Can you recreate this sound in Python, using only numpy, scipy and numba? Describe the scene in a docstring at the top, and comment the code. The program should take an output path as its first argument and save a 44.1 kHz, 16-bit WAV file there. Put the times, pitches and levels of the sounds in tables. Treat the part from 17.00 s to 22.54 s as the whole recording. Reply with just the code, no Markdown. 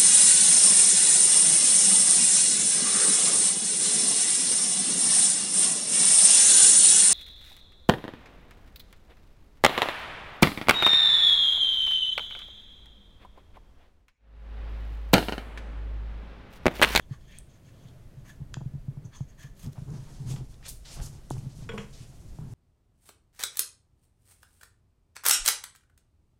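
"""First heard: a gouge paring a clamped board, under thumps and rumble of a clip-on microphone worn on a shirt.
Then a hand sweeps the shavings off, sleeves rustling, and a tool is laid on the bench with a few bounces.
Cuts and strokes are flickering noise through board modes or gliding bands; snaps and landings are
noise bursts that ring modes; jolts and dragging cloth ring the microphone body.
A small workshop rings briefly around it over a quiet floor of air noise."""
import sys
import numpy as np
from scipy import signal
from scipy.fft import rfft, irfft
from scipy.io import wavfile
from scipy.ndimage import uniform_filter1d
from numba import njit

SR = 44100
rng = np.random.default_rng(int(sys.argv[2]) if len(sys.argv) > 2 else 0)


def dump(signal):
    """Clip the signal to [-1, 1] and save it as 16-bit WAV at the path in sys.argv[1]."""
    limited = np.clip(np.atleast_2d(signal).T, -1, 1)
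    pcm = np.round(limited * 32767).astype(np.int16)
    wavfile.write(sys.argv[1], SR, pcm)


N = 244211
HOP = 32  # samples per step of the stroke gains

# Air noise spectrum: (frequency [Hz], relative level [dB])
AIR_SPECTRUM = [(15, -40), (25, -29), (64, -10.5), (123, -0.5), (263, -14.5), (476, -21), (641, -19.5),
                (775, -27.5), (1330, -31.5), (1480, -31), (3820, -38), (11900, -43.5), (16000, -48.5)]
AIR_DB = -62.5  # level within a band at 2244 Hz
ROOM_T60_S, ROOM_DB = 0.31, -8
TOP_HZ = 15900

# Slow sway of the wearer: (time [s], level [dB])
SWAY = [(0, -50), (.25, -47), (.64, -59), (1.1, -52.5), (1.57, -47), (2.1, -51.5), (3.52, -43.5),
        (3.9, -50.5), (4.03, -34.5), (4.11, -47), (4.69, -45.5), (4.87, -49), (5.12, -43.5), (5.24, -44),
        (5.53, -53)]
# Cloth dragging the microphone: (start [s], length [s], drive at end [dB], rise (+) or fall (-) to it [dB])
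DRAGS = [(.08, 0.052, -47, -9), (.86, 0.85, -58, -6.5), (1.42, 0.16, -47.5, 8), (1.58, 0.19, -48, -7.5),
         (1.8, 0.27, -47, 0), (2.21, 0.035, -53, 5), (2.4, 0.26, -63, -15), (2.63, 0.058, -40.5, -5),
         (2.79, 0.18, -32, 13.5), (3.0, 0.14, -51, -12.5), (3.17, 0.17, -32.5, 11),
         (3.36, 0.17, -52, -18.5), (3.96, 0.171, -44, -2), (4.3, 0.17, -37, -1.5), (4.52, 0.34, -46, -4),
         (4.98, 0.18, -53, -4), (5.21, 0.079, -53.5, -15), (5.39, 0.14, -34, 0.5)]
DRAG_CATCH_S, DRAG_RELEASE_DB_PER_S, DRAG_REST_DB = 0.031, 294, -74.5
# Jolts of the microphone: (time [s], thud drive [dB], knock drive against thud [dB])
JOLTS = [(0.109, -24, -41), (0.85, -38, -38), (1.173, -37.5, -33), (1.401, -31.5, -31), (1.414, -26.5, -31),
         (1.569, -24, -15), (1.608, -31, -18), (1.614, -27.5, -16), (1.658, -21.5, -42),
         (1.736, -27.5, -40), (1.75, -26.5, -34), (1.881, -21.5, -34), (1.971, -26.5, -27),
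         (2.048, -33, -41), (2.206, -21, -25), (2.442, -34, -28), (2.669, -42, -9), (2.78, -27, -22),
         (2.818, -26.5, -54), (2.941, -30, -31), (3.019, -35, -35), (3.2, -29.5, -35), (3.284, -26, -35),
         (3.338, -21.5, -24.5), (3.43, -33, -34), (3.969, -49, -2), (3.996, -33.5, -21), (4.15, -32.5, -24),
         (4.308, -26.5, 0.5), (4.367, -42, -4), (4.375, -24.5, -34), (4.464, -26, -39), (4.586, -31, -44),
         (4.621, -30.5, -36), (5.387, -28.5, -15)]
# Low modes of the microphone body: (frequency [Hz], gain [dB], t60 [s])
BODY_MODES = [(134.5, -4.5, 0.073), (186, -12.5, 0.017), (401, -26, 0.04)]
# Short modes of the microphone body: (frequency [Hz], gain [dB], t60 [s])
BODY_SHORT_MODES = [(850, 5.5, 0.0072), (1330, -18, 0.012), (328, 1.5, 0.014)]
THUD_PUSH_S, KNOCK_PUSH_S = 0.0022, 0.0007

# Tool landing and bouncing: (time [s], drive [dB], softness [0-1])
LANDINGS = [(4.69, -25.5, 0.25), (4.718, -42, 0), (4.731, -32, 1), (4.778, -25, 0.22), (4.807, -39, 0.55)]
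# Modes of the tool: (frequency [Hz], gain [dB], t60 [s])
TOOL_MODES = [(204.4, 5.5, 0.14), (457, -3, 0.1), (740, -3.5, 0.067), (1120, 4.5, 0.06), (1270, -18, .03),
              (1487, -0.5, 0.08), (1650, -1, 0.044), (2000, -14, 0.051), (2400, -16, 0.038),
              (2830, -3, 0.025), (3280, -1, 0.022), (3318, 6, 0.037), (5500, -8, 0.019), (7000, -6, 0.029)]
# Pass band of the bench top: (low edge [Hz], high edge [Hz])
BENCH_BAND_HZ = [400, 3450]

# Resonances of board and blade: (frequency [Hz], width [Hz], gain [dB])
BOARD_MODES = [(1050, 200, 4), (1750, 136, 3), (2250, 700, 2), (3300, 270, 3.5), (4420, 380, 0.5),
               (6470, 530, 9), (8700, 3700, -3.5)]
# Fibres and seams snapping: (time [s], drive [dB], centre [Hz], ring of the board [dB])
SNAPS = [(0.3865, -27, 8700, -3), (.886, -60, 2000, 34), (1.5378, -43, 9800, 12), (1.5416, -33, 1760, 33.5),
         (2.64, -46, 6600, 12), (2.663, -36, 4930, 5), (2.732, -42, 6100, 15), (2.904, -43, 6200, 3),
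         (3.362, -38, 3150, 4), (3.543, -40, 3480, 4), (3.628, -31.5, 1750, -3), (4.001, -28.5, 1650, 10),
         (4.3037, -29.5, 8750, 15.5), (4.382, -41, 2300, 18)]
SNAP_T60_S = 0.007
# the hand damps and widens the board's modes; snaps near the chest sound drier
SNAP_DAMP_HZ, SNAP_ROOM_DB = 800, -3

# Strokes of palm and sleeve: (start [s], length [s], level at end [dB], rise (+) or fall (-) to it [dB],
# hiss centre at start [Hz], hiss centre at end [Hz], dull rub against level [dB])
STROKES = [(2.93, 0.049, -64, -0.5, 4500, 5160, 9), (2.994, 0.32, -64.5, -1, 6000, 4500, -4),
           (3.254, 0.061, -49, 9.5, 5200, 6660, -9), (3.357, 0.017, -56, -10, 3520, 5200, -3),
           (3.485, 0.031, -67, 3, 4780, 4780, -17), (3.622, 0.042, -46, 22, 2510, 5600, -4),
           (3.676, 0.013, -41.5, 7, 7000, 9000, -37), (3.845, 0.099, -47.5, 2, 3630, 6030, -6.5),
           (3.949, 0.049, -56, -2.5, 4500, 4500, 8), (4.005, 0.03, -47.5, 4, 5040, 6800, -14),
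           (4.051, 0.0092, -49, 2, 7000, 6850, -17), (4.115, 0.058, -61, 0.5, 5700, 5840, 2),
           (4.305, 0.02, -55, -6, 7500, 5500, -10), (4.349, 0.082, -61.5, 0, 6250, 6300, 1.5),
           (4.487, 0.035, -62, 0, 3300, 4500, -13), (4.55, 0.094, -61.5, -0.5, 7200, 5430, -3.5),
           (4.725, 0.12, -64.5, -4, 6000, 5870, -13), (4.923, 0.11, -58, 1.5, 4600, 5300, -5.5)]
# Long rustle of the sleeves: (start [s], length [s], level at end [dB], rise (+) or fall (-) to it [dB],
# hiss centre at start [Hz], hiss centre at end [Hz], dull rub against level [dB])
RUSTLE = (2.74, 3, -68.5, 0, 6000, 6500, -4)
STROKE_TOUCH_S, STROKE_RELEASE_DB_PER_S, FIZZ_DB = 0.01, 370, -13
# Parts of the hiss: (centre [share of stroke centre], width [share of stroke centre], level [dB])
HISS = [(.55, 0.68, -4), (1.012, 1.05, 1.5), (1.6, 1.1, -6.5)]
# Starts of strokes that drag shavings over the board: (from [s], to [s])
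PALM_ON_BOARD_S = (2.85, 3.4)
PALM_RING_DB = -6.5  # ring of the board against the hiss

# Pushes of the gouge: (start [s], length [s], level at end [dB], rise (+) or fall (-) to it [dB],
# fibre hiss against level [dB], favoured pitch [Hz])
CUTS = [(0, 0.012, -60, -22, -23, 3300), (0.076, 0.063, -56, 16.5, -21, 1750),
        (0.194, 0.065, -70, -10, -20, 3300), (0.266, 0.11, -57.5, 3.5, -17, 2400),
        (0.48, 0.082, -66.5, 3.5, -23, 3300), (0.631, 0.064, -65.5, 5.5, -13, 2660),
        (0.725, 0.16, -65, 13, -11, 3300), (1.17, 0.027, -72, 0, -9, 3300),
        (1.24, 0.06, -53, 14.5, -5, 1750), (2.033, 0.028, -65.5, 5, -13, 6100),
        (2.11, 0.049, -49.5, 14.5, -26, 1120), (2.178, 0.0099, -56, 0, -11, 6460),
        (2.274, 0.06, -70, -6.5, -22, 1750), (2.37, 0.067, -50.5, 13.5, -12, 1750),
        (2.44, 0.025, -61, 4, -15, 1750), (2.548, 0.1, -56, 15.5, 3, 7050), (2.716, .015, -68, 0, 1, 6200)]
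CUT_BITE_S, CUT_RELEASE_DB_PER_S = 0.017, 438
FAVOUR_DB, FAVOUR_WIDTH = 2, .35  # favoured band added to the tear; width as a share of its pitch


def undb(db):
    """dB to gain."""
    return 10 ** (np.asarray(db) / 20)


def unit(x):
    """Scale to rms 1."""
    return x / np.sqrt(np.mean(x ** 2))


def curves(table):
    """Level column of a (time [s], level [dB]) table, one value a sample."""
    time_s, db = np.transpose(table)
    return np.interp(np.arange(N) / SR, time_s, db)


@njit
def svf(x, hz, width):
    """State-variable band-pass whose centre may move; gain 1 at the centre."""
    y, band_state, low_state = np.empty(len(x)), 0., 0.
    for i in range(len(x)):
        g, k = np.tan(np.pi * hz[i] / SR), width[i] / hz[i]
        v = (band_state + g * (x[i] - low_state)) / (1 + g * (g + k))
        band_state = 2 * v - band_state
        low_state = low_state + 2 * g * v
        y[i] = k * v
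    return y


def band(x, hz, width):
    """Band-pass with scalar or moving centre and width in Hz."""
    one = np.ones(len(x))
    return svf(x, np.clip(hz * one, 20., .45 * SR), np.maximum(width * one, 5.))


def steep(x, hz, width):
    """Band-pass applied twice."""
    return band(band(x, hz, width), hz, width)


def ring(x, modes):
    """Exponentially decaying modes driven by x."""
    out = 0
    for hz, db, t60_s in modes:
        pole = np.exp(2j * np.pi * hz / SR - np.log(1000) / (t60_s * SR))
        out = out + undb(db) * signal.lfilter([1], [1, -pole], x).imag
    return out


def blows(times_s, gains, push_s):
    """A smooth push of area gain at each time."""
    x = np.zeros(N)
    x[(np.asarray(times_s) * SR).astype(int)] = gains
    push = np.hanning(int(push_s * SR) + 3)
    return np.convolve(x, push / push.sum())[:N]


def walk(rate_hz):
    """Random levels held 1 / rate_hz s and slewed twice."""
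    k = int(SR / rate_hz)
    held = np.repeat(rng.standard_normal(N // k + 1), k)
    return uniform_filter1d(uniform_filter1d(held, k), k)[:N]


def grit(rate_hz, flicker_db=7.0):
    """Dense friction grains of uneven size whose strength flickers at rate_hz."""
    scatter_db = np.minimum(2.5 * rng.exponential(size=N), 17)
    return unit(rng.standard_normal(N) * undb(scatter_db + flicker_db * walk(rate_hz)))


def strokes(rows, attack_s, release_db_per_s):
    """One gain row per stroke: quick catch, swell or sink in dB to the level at its end, then a steady fade."""
    start_s, length_s, end_db, change_db = np.transpose(rows)[:4, :, None]
    t = np.arange(0, N + HOP, HOP) / SR - start_s
    still_to_change_db = change_db * np.clip(1 - t / length_s, 0, 1)
    fade_db = release_db_per_s * np.maximum(t - length_s, 0)
    return np.clip(t / attack_s, 0, 1) * undb(end_db - still_to_change_db - fade_db)


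def blend(gains, db=0):
    """Power sum of stroke gains, each scaled by its db, one value a sample."""
    total = np.sqrt(np.sum((gains.T * undb(db)) ** 2, axis=1))
    return np.interp(np.arange(N) / HOP, np.arange(len(total)), total)


def loudest(gains, hz):
    """Power-weighted mean of the strokes' pitches, one value a sample."""
    return (blend(gains * np.sqrt(hz)) / blend(gains)) ** 2


def board(x, resonance=band, damp_hz=0):
    """Resonances of board and blade, alternating in sign and widened by damp_hz."""
    out = 0
    for k, (hz, width_hz, db) in enumerate(BOARD_MODES):
        mode = resonance(x, hz, width_hz + damp_hz) / np.sqrt(width_hz)
        out = out + (-1) ** k * undb(db) * mode
    return out


def chatter(rate_hz, patchy_db):
    """The board's resonances, each driven by its own uneven grains and wandering a little in pitch."""
    out = 0
    for hz, width_hz, db in BOARD_MODES:
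        level = undb(db + patchy_db * walk(rate_hz))
        grains = grit(rate_hz=60, flicker_db=4.0)
        wandering_hz = hz * (1 + 0.014 * walk(rate_hz))
        out = out + level * band(grains, wandering_hz, width_hz) / np.sqrt(width_hz)
    return unit(out)


def air():
    """Shaped noise of the room whose level drifts a little."""
    hz, db = np.transpose(AIR_SPECTRUM)
    f = np.arange(N // 2 + 1) * SR / N + 1
    shape = undb(np.interp(np.log(f), np.log(hz), db))
    noise = irfft(shape * rfft(rng.standard_normal(N)), N)
    drift_db = 1.5 * walk(3)
    return noise * undb(AIR_DB + drift_db) / np.std(band(noise, 2244, 12200))


def room(x):
    """Diffuse tail, a decaying noise that starts after the first walls answer."""
    t = np.arange(int(.5 * SR)) / SR
    tail = rng.standard_normal(len(t)) * undb(-60 * t / ROOM_T60_S) * (t > .006)
    return signal.fftconvolve(x, tail / np.linalg.norm(tail))[:N] * undb(ROOM_DB)


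def microphone_body():
    """Drag and jolts ring the low body modes; jolts also knock the short modes; sway rumbles below."""
    rub = rng.standard_normal(N) * undb(3.75 * walk(30))
    drag_gain = blend(strokes(DRAGS, DRAG_CATCH_S, DRAG_RELEASE_DB_PER_S)) + undb(DRAG_REST_DB)
    drag = rub * drag_gain
    drone = ring(drag, BODY_MODES) / np.std(ring(rng.standard_normal(N), BODY_MODES))
    scuff = undb(-42.5) * ring(drag, BODY_SHORT_MODES)  # the rough weave also reaches the short modes

    rumble = steep(rng.standard_normal(N) * undb(3.9 * walk(25)), 18, 47.7)
    sway = undb(curves(SWAY)) * unit(rumble)

    time_s, db, knock_db = np.transpose(JOLTS)
    thud = -ring(blows(time_s, undb(db + 6.5), THUD_PUSH_S), BODY_MODES)
    edge = ring(blows(time_s, undb(db + knock_db + 5.0), KNOCK_PUSH_S), BODY_SHORT_MODES)
    knock = -band(edge, 590, 1600)
    # the springy clip passes the body modes on slowly, so each thud swells over a cycle
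    through_clip = band(drone + thud, 137.0, 93)
    return through_clip + undb(-2.5) * steep(drone, 277, 304) + sway + knock + scuff


def tool():
    """Each landing is a click and a loose rattle that ring the tool and clatter through the bench top."""
    out, t = np.zeros(N), np.arange(int(.4 * SR)) / SR
    bench_top = signal.butter(7, BENCH_BAND_HZ, "bandpass", fs=SR, output="sos")
    for time_s, db, softness in LANDINGS:
        click_and_noise = rng.standard_normal(len(t)) + 4.0 * (t == 0)
        decay = undb(-60 * np.maximum(t - .004, 0) / 0.022) + undb(-12.0 - 60 * t / 0.3)
        rattle = click_and_noise * decay
        hard = undb(-40) * ring(rattle, TOOL_MODES) + signal.sosfilt(bench_top, rattle)
        # a softer contact moves the sound toward the low modes
        dull = undb(16.5) * np.minimum(t / 0.015, 1) * steep(hard, 383, 460)
        out[int(time_s * SR):][:len(t)] += undb(db) * ((1 - softness) * hard + softness * dull)
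    return out


def snaps():
    """Each snap is a crack and a fast-dying crackle around its centre; both also ring the board."""
    out, t = np.zeros(N), np.arange(int(.08 * SR)) / SR
    for time_s, db, hz, wood_db in SNAPS:
        burst = (rng.standard_normal(len(t)) + 5 * (t == 0)) * undb(db - 60 * t / SNAP_T60_S)
        crack = band(burst, hz, 0.2 * hz)
        wood = board(steep(burst, 3700, 6400), steep, SNAP_DAMP_HZ) * undb(wood_db)
        out[int(time_s * SR):][:len(t)] += crack + wood
    return out


def hand():
    """Skin and cloth hiss in patches, gliding along each stroke, over a dull rub; the board rings too."""
    rows = np.array([*STROKES, RUSTLE])
    move = strokes(rows, STROKE_TOUCH_S, STROKE_RELEASE_DB_PER_S) + 1e-9  # avoids 0 / 0 in loudest
    start_s, length_s, _, _, start_hz, end_hz = rows.T[:6, :, None]
    along = np.clip((np.arange(move.shape[1]) * HOP / SR - start_s) / length_s, 0, 1)
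    hz = loudest(move, start_hz * (end_hz / start_hz) ** along)
    hiss = 0
    for centre, width, db in HISS:
        grains = grit(rate_hz=45, flicker_db=3.5)
        hiss = hiss + undb(db) * unit(steep(grains, centre * hz, width * hz))
    fizz = undb(FIZZ_DB) * unit(steep(grit(rate_hz=29), 7900, 11000))
    dull = blend(move, rows[:, 6]) * unit(steep(grit(rate_hz=30), 620, 1100))
    on_board = (rows[:, 0] > PALM_ON_BOARD_S[0]) & (rows[:, 0] < PALM_ON_BOARD_S[1])
    wood = blend(move[on_board], PALM_RING_DB) * chatter(rate_hz=25, patchy_db=3.5)
    return blend(move) * (unit(hiss) + fizz) + dull + wood


def gouge():
    """Tearing fibres drive board and blade, more so near the favoured pitch; a finer hiss lies above."""
    rows = np.array(CUTS)
    push = strokes(rows, CUT_BITE_S, CUT_RELEASE_DB_PER_S) + 1e-9  # avoids 0 / 0 in loudest
    hz = loudest(push, rows[:, 5:])
    tear = chatter(rate_hz=45, patchy_db=3.0)
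    tear = tear + undb(FAVOUR_DB) * band(tear, hz, FAVOUR_WIDTH * hz)
    fine = steep(grit(rate_hz=140, flicker_db=6.0), 6100, 22000)
    return blend(push) * unit(tear) + blend(push, rows[:, 4]) * unit(fine)


def scene():
    """Bench sounds fill the room; the microphone's own body and the air stay dry."""
    bench, cracks = gouge() + hand() + tool(), snaps()
    reverb = room(bench + undb(SNAP_ROOM_DB) * cracks)
    return (bench + cracks + reverb + microphone_body() + air())[None]


def record(dry):
    """Steep elliptic low-pass of the recorder at TOP_HZ."""
    return signal.sosfilt(signal.ellip(10, .2, 70, TOP_HZ, fs=SR, output="sos"), dry)


dry = scene()
out = record(dry)
dump(out)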